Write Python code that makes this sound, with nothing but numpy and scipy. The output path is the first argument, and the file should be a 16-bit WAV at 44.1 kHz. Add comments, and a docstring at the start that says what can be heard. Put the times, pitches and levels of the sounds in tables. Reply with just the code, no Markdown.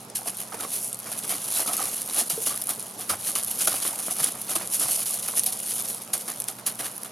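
"""Donkey hooves stamp and drag on a gravel yard: two animals play-fight, then one trots up to the microphone.
Their steps are many tiny random stone contacts, coloured as grit, pebbles, hoof and earth, with rise and fall.
Kicked stones click in short tones, pinched stones crack in snaps, and hollow knocks ring as fading tones.
Behind them, coloured noise makes an open-air rush with a thin hiss, and slow-wavering tones make a low hum."""
import sys
import numpy as np
from scipy import signal
from scipy.fft import rfft, irfft, next_fast_len
from scipy.io import wavfile
from scipy.ndimage import uniform_filter1d, map_coordinates

SR = 44100
rng = np.random.default_rng(int(sys.argv[2]) if len(sys.argv) > 2 else 0)


def master(y):
    """Save y as 16-bit WAV."""
    cut = np.clip(np.atleast_2d(y).T, -1, 1)
    pcm = np.round(cut * 32767)  # scale
    wavfile.write(sys.argv[1], SR, pcm.astype(np.int16))


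N = 313659  # length in samples, about 7.1 s

# In this file, t60 or fade_s is the time in seconds to fade by 60 dB.
# Most sounds are (mid, side) pairs: what both ears share, and how they differ.


def amp(db):
    """Turn decibels into a gain."""
    return 10 ** (np.asarray(db) / 20)


def unit(x):
    """Scale a sound to an rms (average strength) of 1."""
    return x / np.sqrt(np.mean(x ** 2) + 1e-20)


def along(points, hz):
    """Read a curve of (pitch_hz, value) points, with pitch on a log axis."""
    point_hz, value = np.transpose(points)
    return np.interp(np.log(hz + 1), np.log(point_hz + 1), value)


def over_time(points):
    """Read a curve of (start_s, value) points at every sample."""
    return np.interp(np.arange(N) / SR, *np.transpose(points))


def wobble(rate, size=16):
    """A smooth random curve through `rate` random points a second."""
    coarse = np.arange(0, N + size, size)
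    knots = rng.standard_normal(int(N * rate / SR) + 4)
    curve = map_coordinates(knots, [coarse * rate / SR])
    return np.interp(np.arange(N), coarse, curve)


def filtered(x, response):
    """Multiply the spectrum of x by a function of frequency."""
    m = next_fast_len(N + SR // 2)
    spectrum = rfft(x, m) * response(np.fft.rfftfreq(m, 1 / SR))
    return irfft(spectrum, m)[..., :N]


def coloured(x, spectrum, size=4096):
    """Give x a tone colour with a filter that never sounds early, so clicks keep sharp fronts."""
    gain = amp(along(spectrum, np.fft.rfftfreq(size, 1 / SR)))
    cepstrum = irfft(np.log(gain + 1e-6))
    # folding the second half onto the first packs the filter's energy at its start
    cepstrum[1:size // 2] *= 2
    cepstrum[size // 2 + 1:] = 0
    taps = irfft(np.exp(rfft(cepstrum)))
    return signal.oaconvolve(x, taps[None], axes=1)[:, :N]


def patchy(x, depth_db):
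    """Shift the tone colour at random from moment to moment, then scale to rms 1."""
    z = signal.stft(x, nperseg=512)[2]
    field = rng.standard_normal(z.shape[1:])
    field = uniform_filter1d(field, size=4, axis=0)
    field = uniform_filter1d(field, size=5, axis=1)
    return unit(signal.istft(z * amp(depth_db * unit(field)), nperseg=512)[1][:, :N])


def stone(t60, snap, size=256):
    """One stone contact of energy 1: a share `snap` in one sharp sample, the rest in a brief noisy ring."""
    ring = rng.standard_normal((2, size)) * amp(-60 * np.arange(size) / SR / t60)
    ring[:, 0] = 0
    snap = np.clip(snap, 0, 1)
    ring *= np.sqrt(1 - snap) / np.linalg.norm(ring, axis=1, keepdims=True)
    ring[:, 0] = np.sqrt(snap) * rng.choice([-1, 1], 2)
    return ring


def impact(spectrum, t60, snap):
    """One hard contact with the given colour, peak 1."""
    hit = coloured(stone(t60, snap), spectrum)
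    return hit / np.abs(hit).max(axis=1, keepdims=True)


def add_at(out, s, sound):
    """Mix a short sound into out, starting at s seconds."""
    out[:, round(s * SR):][:, :sound.shape[1]] += sound


# Colour of the open-air rush and thin hiss: pitch_hz, level_db (relative, per Hz)
AIR_COLOUR = [(25, -19), (55, -34), (75, -18), (110, -1.5), (150, 0), (230, 0), (330, -1.5), (500, 2),
              (900, -1), (1300, -5.5), (1700, -11.5), (3000, -13.5), (6000, -13), (10000, -16),
              (15500, -29)]
# Tones of far machinery: pitch_hz, level_db (rms, about which it wavers)
HUM_TONES = [(119.5, -60.5), (187, -58.5), (220, -57), (280, -68.5)]


def background():
    """Air is coloured noise; far machinery is a few tones that waver in level and phase."""
    t = np.arange(N) / SR
    rush = patchy(coloured(rng.standard_normal((2, N)), AIR_COLOUR), depth_db=2.0)
    air = amp(-46.5 + 0.25 * wobble(5.2)) * rush
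    for hz, db in HUM_TONES:
        level = amp(db + 1.7 * wobble(6)) * np.sqrt(2)
        phase = 2 * np.pi * hz * t + 0.63 * wobble(6.4)
        air[0] += level * np.sin(phase)
    return air


# Hollow knocks of hooves on the ground and of the animals against each other:
# start_s, pitch_hz, fade_s, level_db (before KNOCK_MIX_DB, which lowers the ringing)
KNOCK_HITS = [(0.179, 890, .02, -29), (.19, 780, 0.028, -22), (.215, 820, 0.017, -17),
              (.259, 670, 0.019, -16.5), (.5192, 1273, 0.072, -22), (.521, 774, .03, -19),
              (0.5412, 860, 0.019, -12), (.544, 470, 0.035, -18), (.633, 640, .015, -15),
              (.648, 1120, 0.017, -13), (.648, 447, .025, -21), (1.593, 845, 0.018, -10.5),
              (1.599, 624, 0.015, -9), (1.659, 1280, .02, -16), (1.689, 1250, .03, -15),
              (1.697, 740, 0.025, -12.5), (1.718, 776, 0.019, -15), (1.779, 1280, .06, -21),
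              (1.793, 1240, 0.031, -14.5), (1.8032, 780, 0.027, -11.5), (1.817, 1175, 0.036, -14),
              (1.841, 1185, 0.037, -21), (2.176, 845, 0.14, -28), (2.21, 715, .05, -25),
              (2.218, 255, 0.11, -27), (2.33, 165, .065, -19.5), (2.3758, 447, 0.095, -15),
              (2.376, 320, 0.02, -22), (2.467, 656, 0.04, -21.5), (2.504, 1150, 0.071, -23),
              (2.544, 1250, 0.02, -15.5), (2.595, 1000, .018, -20), (3.096, 1225, 0.033, -15),
              (3.1, 92, .26, -31), (3.106, 172, 0.091, -29), (3.1011, 1306, 0.024, -9),
              (3.108, 1150, 0.026, -13), (3.1172, 790, .03, -18), (3.124, 1280, .03, -15),
              (3.129, 234, 0.054, -29), (3.1365, 700, 0.011, -9), (3.6735, 1410, 0.015, -2),
              (3.674, 690, 0.014, -15), (3.681, 1420, .02, -14), (3.739, 796, 0.028, -18),
              (3.932, 895, .018, -17), (4.0815, 635, 0.013, -2), (4.094, 1300, .035, -26),
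              (4.1141, 740, 0.038, -17.5), (4.198, 710, 0.026, -18), (4.209, 154, 0.11, -26),
              (4.24, 453, .025, -16), (4.344, 890, .02, -23), (4.491, 200, .07, -27),
              (4.562, 332, 0.036, -16), (4.624, 230, .04, -24), (4.845, 129, .11, -25),
              (4.881, 800, .025, -23), (5.283, 765, 0.028, -23), (5.336, 1070, 0.012, -9),
              (5.475, 745, 0.15, -28.5), (6.1504, 700, 0.012, -8.5), (6.491, 767, .04, -23),
              (6.501, 1300, 0.017, -18.5), (6.587, 1300, .02, -25)]
KNOCK_MIX_DB = -7.5
KNOCK_SWELL_S = .002  # shortest time scale of the swell


def knocks():
    """Each knock rings one fading, slightly rough tone; deep ones take longer to swell."""
    out, t = np.zeros((2, N + SR)), np.arange(SR // 4) / SR
    for s, hz, t60, db in KNOCK_HITS:
        roughness = 0.021 * np.cumsum(rng.standard_normal(len(t))) * np.sqrt(hz / 800)
        swell = 1 - np.exp(-(t / max(KNOCK_SWELL_S, 1 / hz)) ** 2)
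        fade = amp(db - 60 * t / max(t60, .005))
        start_phase = rng.uniform(0, 2 * np.pi, (2, 1))
        add_at(out, s, swell * fade * np.sin(2 * np.pi * hz * t + roughness + start_phase))
    return amp(KNOCK_MIX_DB) * out[:, :N]


# level relative to the knock's strength just after its swell, before KNOCK_MIX_DB; fade time
CLACK_DB, CLACK_T60_S = -10, 0.0073
CLACK_FROM_HZ = 600  # only knocks above this pitch have a clack


def clacks():
    """Higher knocks are hoof on stone: a hard clack near their start follows their strength."""
    out = np.zeros((2, N + SR))
    for s, hz, t60, db in KNOCK_HITS:
        if hz > CLACK_FROM_HZ:
            hit = impact(HOOF_COLOUR, CLACK_T60_S, snap=0.59)
            swelled_db = db - 60 * KNOCK_SWELL_S / max(t60, .005)
            add_at(out, s + KNOCK_SWELL_S, amp(CLACK_DB + swelled_db) * hit)
    return out[:, :N]


# Larger stones that give way when pinched under a hoof: start_s, level_db (peak)
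CRACK_HITS = [(.158, -23), (.2144, -35), (.7583, -19), (1.2935, -22), (1.3832, -18), (1.5953, -15),
              (1.6017, -21), (1.7338, -17), (1.819, -18), (1.8273, -20), (2.4217, -20), (2.4611, -21),
              (2.5756, -17.5), (2.6202, -24), (2.7965, -35), (3.0926, -18), (3.1374, -22), (3.3545, -17),
              (3.5977, -15), (3.613, -19), (3.6733, -12), (3.6745, -17), (3.6765, -19), (3.7172, -19),
              (4.184, -25), (4.2075, -22), (4.2395, -22), (4.2522, -21), (4.271, -23), (4.5575, -21),
              (4.963, -15), (5.0181, -18), (5.2298, -19), (5.6008, -20), (5.7198, -17), (5.8597, -27),
              (6.0767, -26), (6.1355, -21), (6.1405, -19), (6.4204, -22), (6.4868, -28), (6.79, -30),
              (6.801, -28), (6.811, -29), (6.869, -30), (7.0333, -23)]
# Colour of a crack: pitch_hz, level_db (relative, per Hz)
CRACK_COLOUR = [(300, -24), (1000, -21), (1800, -6), (3000, -4), (5000, -1), (7500, -1), (11000, 1),
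                (15000, -15)]
CRACK_RING_T60_S, CRACK_SNAP = 0.0066, .33  # fade of the ring; share of energy in the first snap


def cracks():
    """Each pinched stone gives one dry crack: a snap and a brief noisy ring."""
    out = np.zeros((2, N + SR))
    for s, db in CRACK_HITS:
        add_at(out, s, amp(db) * impact(CRACK_COLOUR, CRACK_RING_T60_S, CRACK_SNAP))
    return out[:, :N]


STRAYS_PER_S = 50
STRAY_DB, STRAY_SPREAD_DB = 8.5, 1  # level over the shuffle curve; random spread


def stray_stones(count=500):
    """More stone clicks at random times, louder when the animals shuffle more: (start_s, level_db)."""
    gap, scatter = rng.exponential(size=count), rng.standard_normal(count)
    times = np.cumsum(gap) / STRAYS_PER_S
    shuffle_db = np.interp(times, *np.transpose(SHUFFLE_CURVE))
    levels = shuffle_db + STRAY_DB + STRAY_SPREAD_DB * np.minimum(scatter, 1.5)
    return [(s, db) for s, db in zip(times, levels) if s < N / SR]


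CLICK_HZ, CLICK_PITCH_SPREAD = 10500, 0.147  # middle pitch; how far it varies, as a share
CLICK_RISE_S, CLICK_T60_S = 0.00017, 0.0047


def pebble(snap_db, size=256):
    """Click of one flying stone, peak 1: a noisy snap and two brief tones at one random pitch per channel."""
    t = np.arange(size) / SR
    hz = CLICK_HZ * (1 + CLICK_PITCH_SPREAD * rng.uniform(-0.86, 1, (2, 1)))
    tones = np.sin(2 * np.pi * (hz * t + rng.random((2, 2, 1)))).sum(axis=1)
    noise = rng.standard_normal((2, size))
    snap = coloured(noise, GRIT_COLOUR) + amp(-15.5) * coloured(noise, PEBBLE_COLOUR)
    rise = 1 - np.exp(-(t / CLICK_RISE_S) ** 2)
    click = (tones + amp(snap_db) * snap[:, :size]) * amp(-60 * t / CLICK_T60_S) * rise
    return click / np.abs(click).max(axis=1, keepdims=True)


# Single stone clicks, faint to loud, at set times: start_s, level_db (peak of the first click)
KICKS = [(.050, -29.5), (.100, -22.5), (.302, -16), (.370, -17), (.735, -16), (.758, -23), (.9293, -14),
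         (.9453, -13.5), (.9899, -17.5), (1.0009, -19), (1.2785, -19), (1.4574, -18), (1.7677, -7),
         (1.8014, -10.5), (1.8273, -12), (1.856, -12.5), (1.942, -16), (1.9647, -18), (2.0184, -9),
         (2.0615, -16), (2.076, -14), (2.0882, -22), (2.4217, -20), (2.5606, -15), (2.5758, -13),
         (2.616, -12), (2.6202, -12.5), (2.6395, -12.5), (2.6709, -10.5), (2.692, -10), (2.7966, -15.5),
         (3.2408, -22), (3.3855, -13), (3.4349, -10.5), (3.4471, -10), (3.5135, -10.5), (3.589, -13),
         (3.613, -12), (3.6788, -8), (3.9582, -16), (4.2426, -2), (4.4157, -14), (4.6741, -15),
         (4.7444, -8), (4.9115, -16), (4.918, -16), (5.0043, -14), (5.1363, -20), (5.1415, -11.5),
         (5.2857, -7.5), (5.3019, -16), (5.395, -2.5), (5.4356, -8.5), (5.4421, -10), (5.4658, -11),
         (5.5915, -18), (5.6025, -16), (5.6848, -15), (5.823, -16), (5.9, -18), (5.9464, -16.5),
         (6.1779, -15), (6.4017, -9), (6.4064, -18), (6.4201, -15), (6.4411, -13), (6.4842, -10),
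         (6.5139, -24), (6.7548, -22), (6.9654, -19), (6.9796, -17.5), (7.0335, -16.5)]
RIM_DB = -1  # the hoof's rim strikes one stone first, at this level relative to the stamp's grit
REBOUND_LOSS_DB = 10  # each rebound is this much weaker than the hit before it


def kicked_stones():
    """Struck and loose stones give one bright click and two fainter rebounds."""
    out = np.zeros((2, N + SR))
    rims = [(s - .001, grit_db + RIM_DB) for s, _, grit_db, _ in HOOF_STAMPS]
    for s, db in [*KICKS, *rims, *stray_stones()]:
        click = pebble(snap_db=4)
        rebounds = np.cumsum([0, *rng.uniform(.001, 0.0045, size=2)])
        for k, delay in enumerate(rebounds):
            add_at(out, s + delay, amp(db - REBOUND_LOSS_DB * k) * click)
    return out[:, :N]


GRIT_SNAP = .4  # share of a small contact's energy in its first snap


def contacts(rate, spread_db, clump_db, ring_t60, evenness, count=96):
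    """Stones of many shapes collide `rate` times a second, in little rattles a few milliseconds long."""
    when = np.flatnonzero(rng.random(N) < rate / SR)
    rattle_db = clump_db * np.minimum(wobble(380), 2)
    scatter_db = spread_db * np.minimum(rng.standard_normal(N), 2.3)
    force = amp(rattle_db + scatter_db) * rng.choice([-1, 1], N)
    shapes = np.stack([stone(ring_t60, GRIT_SNAP, size=160) for _ in range(count)], axis=1)
    rings = force[when, None] * shapes[:, rng.integers(count, size=N)[when]]
    places = (when[:, None] + np.arange(rings.shape[-1])).ravel()
    out = np.array([np.bincount(places, ring.ravel(), N)[:N] for ring in rings])
    # contacts of one moment share the work of the hoof, so busy moments are turned down
    power = np.abs(uniform_filter1d(out[0] ** 2, size=800))
    return unit(out / (power + .02 * power.mean()) ** (np.clip(evenness, 0, 1) / 2))


STAMP_RISE_S = 0.019  # time for 60 dB of build-up


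def stamp(s, t60):
    """Strength of a hoof set down: it bites quickly until s, then the stones come to rest."""
    age = np.arange(N) / SR - s
    near = slice(*np.searchsorted(age, [-STAMP_RISE_S, t60]))
    envelope = np.zeros(N)
    envelope[near] = amp(-60 * np.maximum(-age[near] / STAMP_RISE_S, age[near] / t60))
    return envelope


DRAG_EDGE_DB, DRAG_SHAPE = -10.5, 1.43  # level at half a length from the middle; 1 = pointed, 2 = rounded


def drag(s, length):
    """Strength of a hoof sliding through the stones: an arch around s."""
    offset = (np.arange(N) / SR - s) / (length / 2)
    near = np.abs(offset) < 3
    envelope = np.zeros(N)
    envelope[near] = amp(DRAG_EDGE_DB * np.abs(offset[near]) ** DRAG_SHAPE)
    return envelope


PEBBLE_WEIGHT_SHARE = 0.29  # how far the pebble level lies from grit (0) towards hoof weight (1)


def layer_gains(grit_db, hoof_db, dug_db):
    """Gains of grit, pebbles and hoof: a heavier hoof digs down to more pebbles."""
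    pebble_db = grit_db + PEBBLE_WEIGHT_SHARE * (hoof_db - grit_db) + dug_db
    return amp([grit_db, pebble_db, hoof_db])


# Shifting weight keeps the gravel moving between steps: start_s, level_db (before slips and layer offsets)
SHUFFLE_CURVE = [(0, -43), (.14, -64), (.22, -41), (.55, -42.5), (.77, -45), (.97, -42.5), (1.25, -36),
                 (1.8, -29), (2.05, -37.5), (2.27, -38), (2.45, -34), (2.76, -38), (2.94, -42),
                 (3.09, -38.5), (3.45, -34), (3.87, -29), (4.04, -32.5), (4.22, -30.5), (4.31, -36.5),
                 (4.36, -36.5), (4.55, -35.5), (4.68, -39), (4.87, -36), (4.97, -30), (5.12, -29.5),
                 (5.21, -33.5), (5.55, -35), (5.85, -34), (5.99, -39), (6.1, -44), (6.21, -36), (6.27, -39),
                 (6.35, -37.5), (6.55, -44.5), (6.64, -53), (6.9, -38), (7.11, -48)]
# Offsets on that curve, one each for grit, pebbles and hoof: level_db
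SHUFFLE_LAYERS = [-0.6, -12, -18.5]
# Hooves set down: start_s (full force), fade_s, grit_level_db, hoof_weight_level_db
HOOF_STAMPS = [(.155, 0.18, -23.5, -45.5), (.523, 0.25, -41, -37.5), (0.543, 0.096, -35.5, -41),
               (1.118, 0.24, -30.5, -37.5), (1.295, 0.32, -24.5, -36.5), (1.604, 0.14, -26, -34),
               (1.675, 0.2, -28.5, -33), (1.734, 0.18, -28, -36.5), (1.787, 0.55, -35, -35.5),
               (1.839, 0.23, -31, -42), (2.3, 0.26, -22.5, -39.5), (2.464, 0.27, -22, -37),
               (2.509, 0.32, -33, -41.5), (3.097, 0.17, -21, -31), (3.136, 0.04, -35, -30),
               (3.355, 0.24, -22.5, -33), (3.674, 0.15, -19, -31), (3.717, 0.3, -28.5, -34),
               (3.823, 0.18, -25, -41), (3.849, 0.19, -29.5, -32.5), (4.345, 0.17, -46, -41),
               (4.555, 0.13, -22.5, -34.5), (4.797, 0.21, -22.5, -50), (4.884, 0.1, -25, -35.5),
               (5.058, 0.27, -28.5, -52), (5.282, 0.096, -26.5, -35.5), (5.462, 0.18, -21, -42),
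               (5.526, 0.059, -23, -47), (5.879, .2, -31.5, -57), (6.136, 0.12, -19, -37),
               (6.281, 0.27, -29.5, -38), (6.483, 0.15, -27, -40.5), (6.587, 0.13, -39.5, -43.5),
               (6.666, 0.17, -21, -36), (6.792, 0.21, -28.5, -34.5), (7.048, .16, -36.5, -43.5)]
# Hooves dragged or twisted through stones: middle_s, length_s, grit_level_db, hoof_weight_level_db
HOOF_DRAGS = [(0.282, 0.04, -26.5, -39), (0.408, 0.076, -32, -47), (0.609, 0.037, -30, -39),
              (0.639, 0.052, -32.5, -38.5), (0.748, 0.12, -27.5, -48), (0.844, 0.13, -29, -75),
              (1.075, 0.059, -38, -40), (1.186, 0.029, -29, -58), (1.248, 0.028, -32, -41.5),
              (1.325, 0.1, -36, -37.5), (1.572, 0.13, -24.5, -41), (1.97, 0.19, -36, -69),
              (2.101, 0.039, -32, -40), (2.15, 0.065, -27.5, -45), (2.195, 0.065, -20.5, -33),
              (2.433, 0.053, -27, -68), (2.471, 0.026, -25.5, -53), (2.704, 0.04, -26, -34.5),
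              (3.011, 0.069, -33, -43.5), (3.283, 0.084, -25.5, -41.5), (3.619, 0.046, -22, -37.5),
              (3.682, 0.014, -24, -39), (3.97, 0.17, -49, -46), (4.1, .03, -44, -41),
              (4.205, 0.023, -25.5, -33.5), (4.242, 0.05, -23.5, -37.5), (4.282, 0.036, -28.5, -36.5),
              (4.517, 0.072, -27.5, -37), (4.563, 0.011, -22, -33), (4.619, 0.065, -35.5, -36),
              (4.745, 0.072, -22, -47), (4.831, 0.08, -24, -36), (4.921, 0.081, -23, -47),
              (4.959, 0.028, -25.5, -54), (5.132, 0.18, -34, -59), (5.26, 0.052, -33, -46),
              (5.378, 0.045, -21.5, -42.5), (5.675, 0.083, -31.5, -52), (5.713, 0.052, -28, -50),
              (5.761, 0.07, -28.5, -60), (5.795, 0.038, -29.5, -45), (5.902, 0.076, -31, -62),
              (6.661, .007, -33, -46), (6.677, 0.018, -25, -44), (6.809, 0.015, -29.5, -39),
              (6.859, 0.064, -29, -41.5)]
SLIP_DB, SLIPS_PER_S = 2.5, 60  # the gravel gives way in small slips
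SETTLE_DB, SETTLE_T60_S = -22, 0.76  # disturbed stones keep trickling after a stamp
SINK_S, BEARING_STRETCH = 0.0025, 1.15  # weight comes just after the bite and fades this many times slower
STAMP_PEBBLE_DB, DRAG_PEBBLE_DB = -5, -5.5  # a stamp digs up more pebbles than a drag


def footwork():
    """Strength of grit, pebbles and hoof: the powers of shuffle, stamps and drags add up."""
    shuffle_db = over_time(SHUFFLE_CURVE) + SLIP_DB * wobble(SLIPS_PER_S)
    power = amp(shuffle_db + np.array(SHUFFLE_LAYERS)[:, None]) ** 2
    for s, t60, grit_db, hoof_db in HOOF_STAMPS:
        stones = stamp(s, t60) ** 2 + (amp(SETTLE_DB) * stamp(s, SETTLE_T60_S)) ** 2
        weight = stamp(s + SINK_S, BEARING_STRETCH * t60) ** 2
        gains = layer_gains(grit_db, hoof_db, STAMP_PEBBLE_DB)
        power += gains[:, None] ** 2 * [stones, stones, weight]
    for s, length, grit_db, hoof_db in HOOF_DRAGS:
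        gains = layer_gains(grit_db, hoof_db, DRAG_PEBBLE_DB)
        power += np.outer(gains ** 2, drag(s, length) ** 2)
    return np.sqrt(power)


# Four colours, each with columns pitch_hz, level_db (relative, per Hz)
# small sharp stones
GRIT_COLOUR = [(2940, -49.5), (5000, -17.5), (6760, -8), (7860, -8.5), (9690, 2), (10900, 2.5),
               (13000, -10), (15000, -24.5), (15500, -33), (16000, -19.5)]
# larger pebbles
PEBBLE_COLOUR = [(900, -31), (1600, -11), (2200, -5), (3000, 4.5), (4500, 3), (6000, -2), (7500, -11.5),
                 (10000, -47.5)]
# hollow hoof
HOOF_COLOUR = [(60, -33), (100, -16), (200, -4), (330, -3), (500, -3), (720, 3.5), (930, -3.5), (1250, 1),
               (1600, -6), (2400, -8), (5000, -69.5)]
# thud of the ground
EARTH_COLOUR = [(30, -60), (60, -36), (90, -3), (160, -3.5), (280, 3), (600, -22), (1500, -64)]
SAND_DB = -8  # the hiss of the finest grains stays under the crunch


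def gravel():
    """Stone contacts sound in grit, pebbles and hoof, over a thud; more force moves more stones."""
    grit, pebbles, hoof = footwork()
    load = grit / amp(-32)
    # lightly loaded gravel rattles stone by stone; under a full hoof it crunches as one
    crush = contacts(4600 * load ** .7, spread_db=4.0, clump_db=6 / (1 + load), ring_t60=0.0024, evenness=0.8)
    # the broad sole presses many stones at once
    tread = contacts(3500, spread_db=4.0, clump_db=4.0, ring_t60=0.0026, evenness=0.8)
    # pebbles are fewer than grit and tick one by one
    ticks = contacts(1100 * load ** 0.64, spread_db=4.5, clump_db=2, ring_t60=0.0046, evenness=0.93)
    sand = rng.standard_normal((2, N))  # the finest grains merge into a hiss
    crunch = crush + amp(SAND_DB) * sand
    bright = grit * patchy(coloured(crunch, GRIT_COLOUR), depth_db=1.0)
    coarse = pebbles * patchy(coloured(ticks + amp(-2.5) * crunch, PEBBLE_COLOUR), depth_db=1.7)
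    hollow = hoof * patchy(coloured(tread + amp(-5.5) * crush, HOOF_COLOUR), depth_db=2.0)
    thud = hoof * unit(coloured(rng.standard_normal((2, N)), EARTH_COLOUR))
    return bright + amp(-1.5) * coarse + amp(-0.84) * hollow + amp(-13.0) * thud


# One donkey trots up to the microphone: start_s, nearness (0 far to 1 near)
NEAR_CURVE = [(5.8, 0.24), (6.7, 0.67)]
# Close steps sound crisper: pitch_hz, gain_db (at nearness 1)
CLOSE_COLOUR = [(500, -2), (1100, -2), (1750, 5.5), (3000, -3), (6000, -1.5), (10500, -3), (13000, 4.5),
                (15000, -1)]


def approaching(x):
    """Blend the footwork towards its close colour as the donkey comes near."""
    near = np.clip(over_time(NEAR_CURVE), 0, 1)
    return (1 - near) * x + near * coloured(x, CLOSE_COLOUR)


def yard(x, t60, wet_db):
    """Ground and trees scatter a faint, short tail, made of fading noise."""
    t = np.arange(SR // 2) / SR
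    tail = rng.standard_normal((2, len(t))) * amp(-60 * t / t60) * (1 - np.exp(-t / 0.0029))
    echo = signal.fftconvolve(x[:1], tail / np.linalg.norm(tail[0]), axes=1)[:, :N]
    return x + amp(wet_db) * echo


def narrowed(x, alike):
    """Turn down the side of a mid and side pair to the given left-right likeness."""
    def side_gain(hz):
        return np.tan(np.arccos(np.clip(along(alike, hz), 0, 1)) / 2)
    return np.array([x[0], filtered(x[1], side_gain)])


# How alike left and right are for the animals: pitch_hz, likeness (0 to 1)
ANIMALS_ALIKE = [(130, 1), (290, 1), (640, 0.98), (1410, 0.89), (3100, 0.92), (6820, 0.96), (10000, 0.97),
                 (15000, 0.94)]
# How alike left and right are for the background: pitch_hz, likeness (0 to 1)
BACKGROUND_ALIKE = [(60, 0.78), (130, 0.99), (290, .9), (640, 0.89), (1410, 0.24), (3100, 0.53),
                    (15000, 0.7)]
# Balance between the ears: pitch_hz, left_minus_right_db
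EAR_BALANCE = [(60, 0), (110, -1.5), (200, -1), (380, -1.5), (700, -3.5), (1290, -4.5), (2380, -0.5),
               (4400, -0.5), (8120, -1.5), (15000, 0)]
# How far the left microphone is ahead: pitch_hz, lead_radians
LEFT_LEAD = [(500, 0.038), (900, 0), (1200, 0.45), (1700, 0.76), (2400, 0.33), (4000, 0.15), (8000, 0.17),
             (11000, 0.61), (13000, 0.18)]


def scene():
    """The animals are ahead of a close pair of microphones, with the background all around."""
    footsteps = approaching(gravel() + kicked_stones())
    animals = yard(footsteps + cracks() + knocks() + clacks(), t60=0.17, wet_db=-15.5)
    mid, side = narrowed(animals, ANIMALS_ALIKE) + narrowed(background(), BACKGROUND_ALIKE)
    half = np.array([[.5], [-.5]])  # left gets half of each difference, right the opposite half

    def ears(hz):
        return amp(half * along(EAR_BALANCE, hz)) * np.exp(1j * half * along(LEFT_LEAD, hz))
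    return filtered(np.array([mid + side, mid - side]), ears)


TOP_HZ = 15900  # upper band limit


def record(dry):
    """The microphone sheds the deepest bass and keeps nothing above its band limit."""
    bass_cut = signal.butter(2, 42, "highpass", fs=SR, output="sos")
    return filtered(signal.sosfilt(bass_cut, dry), lambda hz: hz < TOP_HZ)


dry = scene()
out = record(dry)
master(out)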